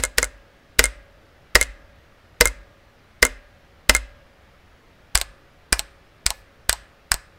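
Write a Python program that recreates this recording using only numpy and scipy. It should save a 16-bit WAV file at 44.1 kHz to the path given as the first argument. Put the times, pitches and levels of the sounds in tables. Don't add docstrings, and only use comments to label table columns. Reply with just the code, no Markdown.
import sys
import numpy as np
from scipy import signal
from scipy.fft import rfft, irfft
from scipy.io import wavfile
from scipy.ndimage import uniform_filter1d

SR = 44100
rng = np.random.default_rng(int(sys.argv[2]) if len(sys.argv) > 2 else 0)


def invert_db(level):
    return 10 ** (np.asarray(level, dtype=float) / 20)


def log_audio(samples):
    frames = np.atleast_2d(samples).T
    limited = np.clip(frames, -1, 1)
    pcm = np.round(limited * 32767).astype(np.int16)
    wavfile.write(sys.argv[1], SR, pcm)


N = 325458
LEAD = 2205

# frequency in Hz, level in dB per Hz.
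HUM_TONE = [(22, 0), (45, -2), (80, 5), (118, -8), (146, -3.5), (170, -8.5), (220, -9), (370, -10.5),
            (590, -10), (1000, -16), (1250, -13), (1900, -15), (5200, -28), (8000, -37.5), (15700, -40),
            (15900, -61.5)]
# frequency in Hz, t60 in seconds.
CLATTER_DECAY = [(300, 0.228), (2000, 0.0377), (8000, 0.0746), (16000, 0.0005)]
WALL_DECAY = [(200, 0.17), (1500, 0.52), (5000, 0.34), (9000, 0.27), (13000, 0.2), (16000, 0.18)]
# frequency in Hz, level in dB per Hz.
SPREAD_TONE = [(150, -28.5), (400, -25), (550, -5), (1800, 3), (4000, -3), (8500, -15.5), (12000, -12.5),
               (16300, -18.5)]
# frequency in Hz, level in dB, t60 in seconds.
DESK_MODES = [(52, 0, .33), (63, -10, .15), (44, -9, .5), (31, -18, .6), (95, -11, .08), (140, -12, .05)]
BAR_RING_MODES = [(261, 7, .36), (553, -9, 2.4), (590, -7.5, 1.7), (1220, -15, 1.5), (1631, -3, 1.0),
                  (1730, 1, .5), (2191, -1, .25), (2627, -12, .5), (4027, -14, .5), (4980, -16, .7),
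                  (8150, -21, .5), (9600, -19, .45)]
KEY_RING_MODES = [(554, -13, 2.4), (1066, -4, .3), (1220, -19, 2.5), (1631, -15, .9), (1717, 0, .5),
                  (2385, -10, .2), (4455, -17, .5), (7210, -14, .35), (8156, -19, .6), (8457, -18, .55),
                  (9335, -18, .55), (9600, -19, .5), (12920, -19, .3), (13000, -19, .3)]
# frequency in Hz, level in dB per Hz.
RUB_TONE = [(120, -23.5), (400, -5.5), (1760, -9.5), (2890, -2.5), (6040, -4), (9390, -11), (12600, -8),
            (16300, -18.5)]
# frequency in Hz, level in dB per Hz.
BAR_DOWN_COLOUR = [(120, -45.5), (400, -30.5), (520, -16), (800, -23), (1300, -3.5), (2050, 0.5),
                   (3000, -6.5), (3700, -9.5), (5100, -3.5), (6300, -9), (7800, -7), (9400, -11),
                   (10900, -13.5), (16300, -22.5)]
KEY_DOWN_COLOUR = [(120, -25), (350, -29), (600, -14), (1790, 1.5), (3300, -6.5), (4840, 3.5), (6700, -7.5),
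                   (8410, 4.5), (10700, -6), (11600, -22.5), (14600, -13), (16300, -31)]
BAR_UP_COLOUR = [(120, -42), (350, -26), (800, -21.5), (1300, -5.5), (2070, -4.5), (2700, -8.5),
                 (4030, -9.5), (5000, -9.5), (7810, -1), (10900, -6.5), (11700, -20), (13800, -15.5),
                 (16300, -30)]
KEY_UP_COLOUR = [(120, -57), (200, -53.5), (975, -8.5), (2790, -5.5), (4180, -2.5), (5930, -7.5),
                 (6620, -11), (8260, 2.5), (9050, -8), (11700, -16.5), (14300, -10.5), (16300, -36.5)]
# frequency in Hz, level in dB, t60 in seconds.
BAR_DOWN_BODY = [(260, -8, .12), (487, 2, .05), (545, -7, .04), (615, -4, .045), (1000, -11, .03),
                 (1240, -6, .04), (1350, -7, .04), (1570, -8, .035), (1930, 3, .03), (2075, 5, .035),
                 (2410, -10, .03), (2860, -9, .025), (3950, -9, .02), (5050, -8, .02), (5280, -8, .02)]
KEY_DOWN_BODY = [(514.97, -14, 0.03), (688, -9, 0.029), (1291.9, -1, 0.026), (1763.6, -1.5, .035),
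                 (1991.8, -3, 0.046), (2413.2, -4, 0.049), (2947.2, -10.5, 0.049), (3900, -15, 0.032),
                 (5223.7, -8, .035), (5702.5, -10, .04), (8263.1, -13.5, .035)]
BAR_UP_BODY = [(529.78, -9.5, 0.047), (605.56, -15, 0.067), (1044.4, -22.5, .05), (1380, -13, 0.058),
               (1484.9, -13, 0.065), (1703, -12, .06), (2123.3, -0.5, 0.057), (4133.6, -15, 0.032),
               (5140.3, -16, 0.026), (6240, -14, .03), (7082.7, -14, 0.016), (7790, -8, 0.0097),
               (8547, -10, 0.013), (10550, -13.5, 0.0088)]
KEY_UP_BODY = [(700, -7, .04), (850, -3, .06), (980, -3, .06), (1066, -3, .07), (1300, -4, .04),
               (2300, -10, .04), (2830, -14, .04), (3840, -12, .03), (4240, -5, .02), (6840, -16, .04),
               (8300, -8, .04), (9570, -20, .05)]
# start in seconds, length in seconds, level in dB, slips per second.
FINGER_SCUFF = (6.31, .13, -66, 85)
# time in seconds, blow in dB, ring in dB.
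BAR_LOOSE = [
    (.8, -12, -3),
    (1.559, -0.5, 1.3005),
    (1.564, -18, 2.5),
    (2.4173, -9, 4.5),
    (2.4175, -6, 3),
    (2.4213, -26, -12),
    (3.2311, -13.5, -2.5),
    (3.8962, -.5, 5),
    (3.9, -6.5, 1),
    (3.9076, -27, -3.5),
]
KEY_LOOSE = [
    (5.152, -8.5, -33),
    (5.2009, -20, -5.5),
    (5.7244, -10, -7),
    (5.7293, -28, 6.5),
    (5.739, -19, 6),
    (6.262, -17, -3.5),
    (6.2733, -20, 4.5),
    (6.6944, -14, 7.5),
    (6.7027, -26.5, -2.5),
]
# time in seconds, blow in dB, first flight in ms, loss at the bounce in dB, desk in dB.
BAR_RISES = [
    (0.0372, 1.5, 13.8, 10, -31),
    (.2291, .5, 14.6, 9, -26.5),
    (0.8408, 3.5, 15.4, 10, -24.5),
    (1.6128, 2.5, 14.9, 9, -24),
    (2.456, 3, 17.5, 9.5, -21),
    (3.2516, 1, 14.7, 16, -29.5),
    (3.9499, 4, 15.5, 12, -25.5),
]
KEY_RISES = [
    (5.2141, -5, 5.5, 16, -32.5),
    (5.7934, -5, 5.6, 13.5, -35),
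    (6.3047, -6, 5.5, 34, -32.5),
    (6.7284, -5.5, 3.7, 41, -41.5),
    (7.142, -8, 5.4, 17, -25.5),
]
NEIGHBOUR_RISES = [
    (5.1757, -3.5, 10, 12, -32),
]
# time in seconds, travel in ms, blow in dB, ring in dB, push on the desk in dB.
BAR_STROKES = [
    (-.011, 6, -10, -5, -22.5),
    (0.1827, 9.2, -2.5, -1.5, -23.5),
    (0.7922, 6.6, 7, -3.5, -16.5),
    (1.5537, 5.8, 8, -6.5, -16.5),
    (2.4093, 5.8, 5.5, -2.5, -17),
    (3.2274, 7.5, 2, 2.5, -19.5),
    (3.895, 4.9, 5.5, -4.5, -15.5),
]
KEY_STROKES = [
    (5.1544, 6, 6.9, -2, -17),
    (5.7279, 4, 8.3, 4.5, -17.5),
    (6.2643, 5.3, 4.2, -6.5, -22.5),
    (6.6944, 4.6, 8.3, 0, -22.5),
    (7.1176, 4.6, 4.4, 0, -24),
]


def evened(x):
    return x / np.sqrt(np.mean(x ** 2) + 1e-20)


def read(points, hz):
    f, value = np.transpose(points)
    return np.interp(np.log(hz + 1), np.log(f + 1), value)


def add(mix, s, sound):
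    part = mix[round(s * SR) + LEAD:][:len(sound)]
    part += sound[:len(part)]


def through(x, response):
    return signal.fftconvolve(x, response)[:len(x)]


def causal(tone):
    db = np.maximum(read(tone, abs(np.fft.fftfreq(2048, 1 / SR))), -60)
    log_spectrum = np.conj(signal.hilbert(np.log(invert_db(db))))
    h = np.fft.ifft(np.exp(log_spectrum)).real[:1024]
    return h / np.linalg.norm(h)


def modes(table, size=4096):
    t = np.arange(size) / SR
    return sum(invert_db(db - 60 * t / t60) * np.sin(2 * np.pi * hz * t) for hz, db, t60 in table)


def hum():
    frames, hz = N // 512 + 5, np.fft.rfftfreq(2048, 1 / SR)
    real, imaginary, patches = rng.standard_normal((frames, 1025, 3)).T
    patches = evened(uniform_filter1d(uniform_filter1d(patches, 6, 0), 8, 1))
    z = (real + 1j * imaginary) * invert_db(read(HUM_TONE, hz)[:, None] + 1.2 * patches)
    air = signal.istft(z, nperseg=2048, noverlap=1536)[1][:N]
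    return invert_db(-53) * evened(air)


def tail(decays, gap_s):
    hz, t, z = signal.stft(rng.standard_normal(SR // 2), SR, nperseg=128)
    fading = z * invert_db(-60 * t / read(decays, hz)[:, None])
    h = signal.istft(fading, SR, nperseg=128)[1]
    return np.r_[np.zeros(round(gap_s * SR)), h / np.linalg.norm(h)]


def reflections(keys):
    sent = 0.38 * keys[0] + invert_db(5) * through(keys[1], causal(SPREAD_TONE))
    near = through(sent, invert_db(-11) * tail(CLATTER_DECAY, 0.0011))
    walls = through(sent, invert_db(-23.5) * tail(WALL_DECAY, 0.0065))
    return near + walls


def desk(push, jolt):
    t = np.arange(SR) / SR
    body = modes(DESK_MODES, size=SR)
    swing = body * (1 - np.exp(-t / .003))
    quick = body * (1 - np.exp(-t / .0015)) * (.3 + .7 * invert_db(-60 * t / 0.19))
    return through(push, swing) + through(jolt, quick)


def long_rings(bar, letter):
    after_bar = invert_db(-49.5) * through(bar, modes(BAR_RING_MODES, size=2 * SR))
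    after_letter = invert_db(-47.5) * through(letter, modes(KEY_RING_MODES, size=2 * SR))
    return after_bar + after_letter


def scrape(pressure):
    rub = rng.standard_normal(8192)[:len(pressure)] * pressure
    return evened(through(rub, causal(RUB_TONE)))


def scuff(mix):
    s, length_s, db, slips_hz = FINGER_SCUFF
    t = np.arange(length_s * SR) / SR
    stroke = np.sin(np.pi * (t / length_s) ** .6)
    slips = .6 + np.cos(np.pi * slips_hz * t) ** 4
    hiss = scrape(stroke * slips)
    add(mix, s, invert_db(db) * evened(np.diff(hiss, 2)))


def rattle(ms):
    u = np.arange(2048) / SR * 1000 / max(ms, .05)
    shape = np.exp(-u ** 2) + 0.21 * np.exp(-u / 3)
    x = rng.standard_normal(len(u)) * np.sqrt(rng.exponential(1, len(u))) * shape
    x[0] = -2
    z = rfft(x)
    x = irfft(z / abs(z) ** .8)[:1024] * shape[:1024] ** .3
    return x * np.sqrt(ms) / np.linalg.norm(x)


def strike(mix, s, db, ms, tone, body, body_db):
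    hits = rattle(ms)
    low_cut = signal.butter(3, 430, "high", fs=SR)
    ringing = signal.lfilter(*low_cut, signal.fftconvolve(hits, body))
    add(mix[0], s, invert_db(db + 11.5) * signal.fftconvolve(hits, tone))
    add(mix[0], s, invert_db(db + body_db) * ringing)
    add(mix[1], s, invert_db(db) * hits)


def knocks(mix, rows, tone, body, body_db):
    for s, db, ring_db in rows:
        strike(mix, s, db, .46, tone, body, ring_db + body_db)


def returns(mix, low, rows, tone, body, body_db, rattle_ms, dull_db):
    for s, db, flight_ms, loss_db, desk_db in rows:
        rub = scrape(np.arange(700) / 700 + .2)
        add(mix[0], s - 700 / SR, invert_db(db - 41) * rub)
        strike(mix, s, db, rattle_ms, tone, body, body_db)
        add(low, s, -invert_db([desk_db]))
        for flights, losses in ((1, 1), (1.49, 2.1)):
            at = s + flights * flight_ms / 1000
            strike(mix, at, db - losses * loss_db, rattle_ms, tone, body, body_db - dull_db)
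            add(low, at, -invert_db([desk_db - 16.5]))


def presses(mix, low, ring, rows, tone, body, body_db, rattle_ms, slide_db):
    for bottom, travel_ms, db, ring_db, desk_db in rows:
        t = np.arange(travel_ms * SR / 1000) / SR
        touch = 0.29 * np.exp(-t / .0004)
        slide = 0.15 + 1.7 * (t / t[-1]) ** 1.4
        add(mix[0], bottom - len(t) / SR, invert_db(desk_db + slide_db) * scrape(touch + slide))
        tightened_ms = rattle_ms * invert_db(-0.42 * db)
        strike(mix, bottom, db, tightened_ms, tone, body, body_db + ring_db)
        add(low, bottom - .004, -invert_db([desk_db]))
        add(ring, bottom, invert_db([14 + desk_db / 2]))


def scene():
    push, jolt, bar, letter = np.zeros((4, N + LEAD))
    keys = np.zeros((2, N + LEAD))
    bar_down = causal(BAR_DOWN_COLOUR), modes(BAR_DOWN_BODY)
    key_down = causal(KEY_DOWN_COLOUR), modes(KEY_DOWN_BODY)
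    bar_up = causal(BAR_UP_COLOUR), modes(BAR_UP_BODY)
    key_up = causal(KEY_UP_COLOUR), modes(KEY_UP_BODY)
    presses(keys, push, bar, BAR_STROKES, *bar_down, -18, rattle_ms=3.3, slide_db=-6.5)
    presses(keys, jolt, letter, KEY_STROKES, *key_down, -24.5, rattle_ms=1.1, slide_db=-3)
    returns(keys, push, BAR_RISES, *bar_up, -9.0, rattle_ms=.42, dull_db=4.6)
    returns(keys, jolt, KEY_RISES, *key_up, -19.5, rattle_ms=.8, dull_db=.3)
    knocks(keys, BAR_LOOSE, *bar_down, -8.5)
    knocks(keys, KEY_LOOSE, *key_down, -21.0)
    returns(keys, push, NEIGHBOUR_RISES, *bar_up, -16, rattle_ms=.42, dull_db=4.6)
    scuff(keys[0])
    out = keys[0] + desk(push, jolt) + long_rings(bar, letter) + reflections(keys)
    return (out[LEAD:] + hum())[None]


def roll_off(x):
    return signal.sosfilt(signal.butter(12, 16470, fs=SR, output="sos"), x)


def record(dry):
    clipped = np.clip(dry, -1.05, 1.05)
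    lowpass = signal.firwin(255, 16400, window=("kaiser", 8), fs=SR)
    band = signal.oaconvolve(clipped, lowpass[None], "same")
    return roll_off(band)


dry = scene()
out = record(dry)
log_audio(out)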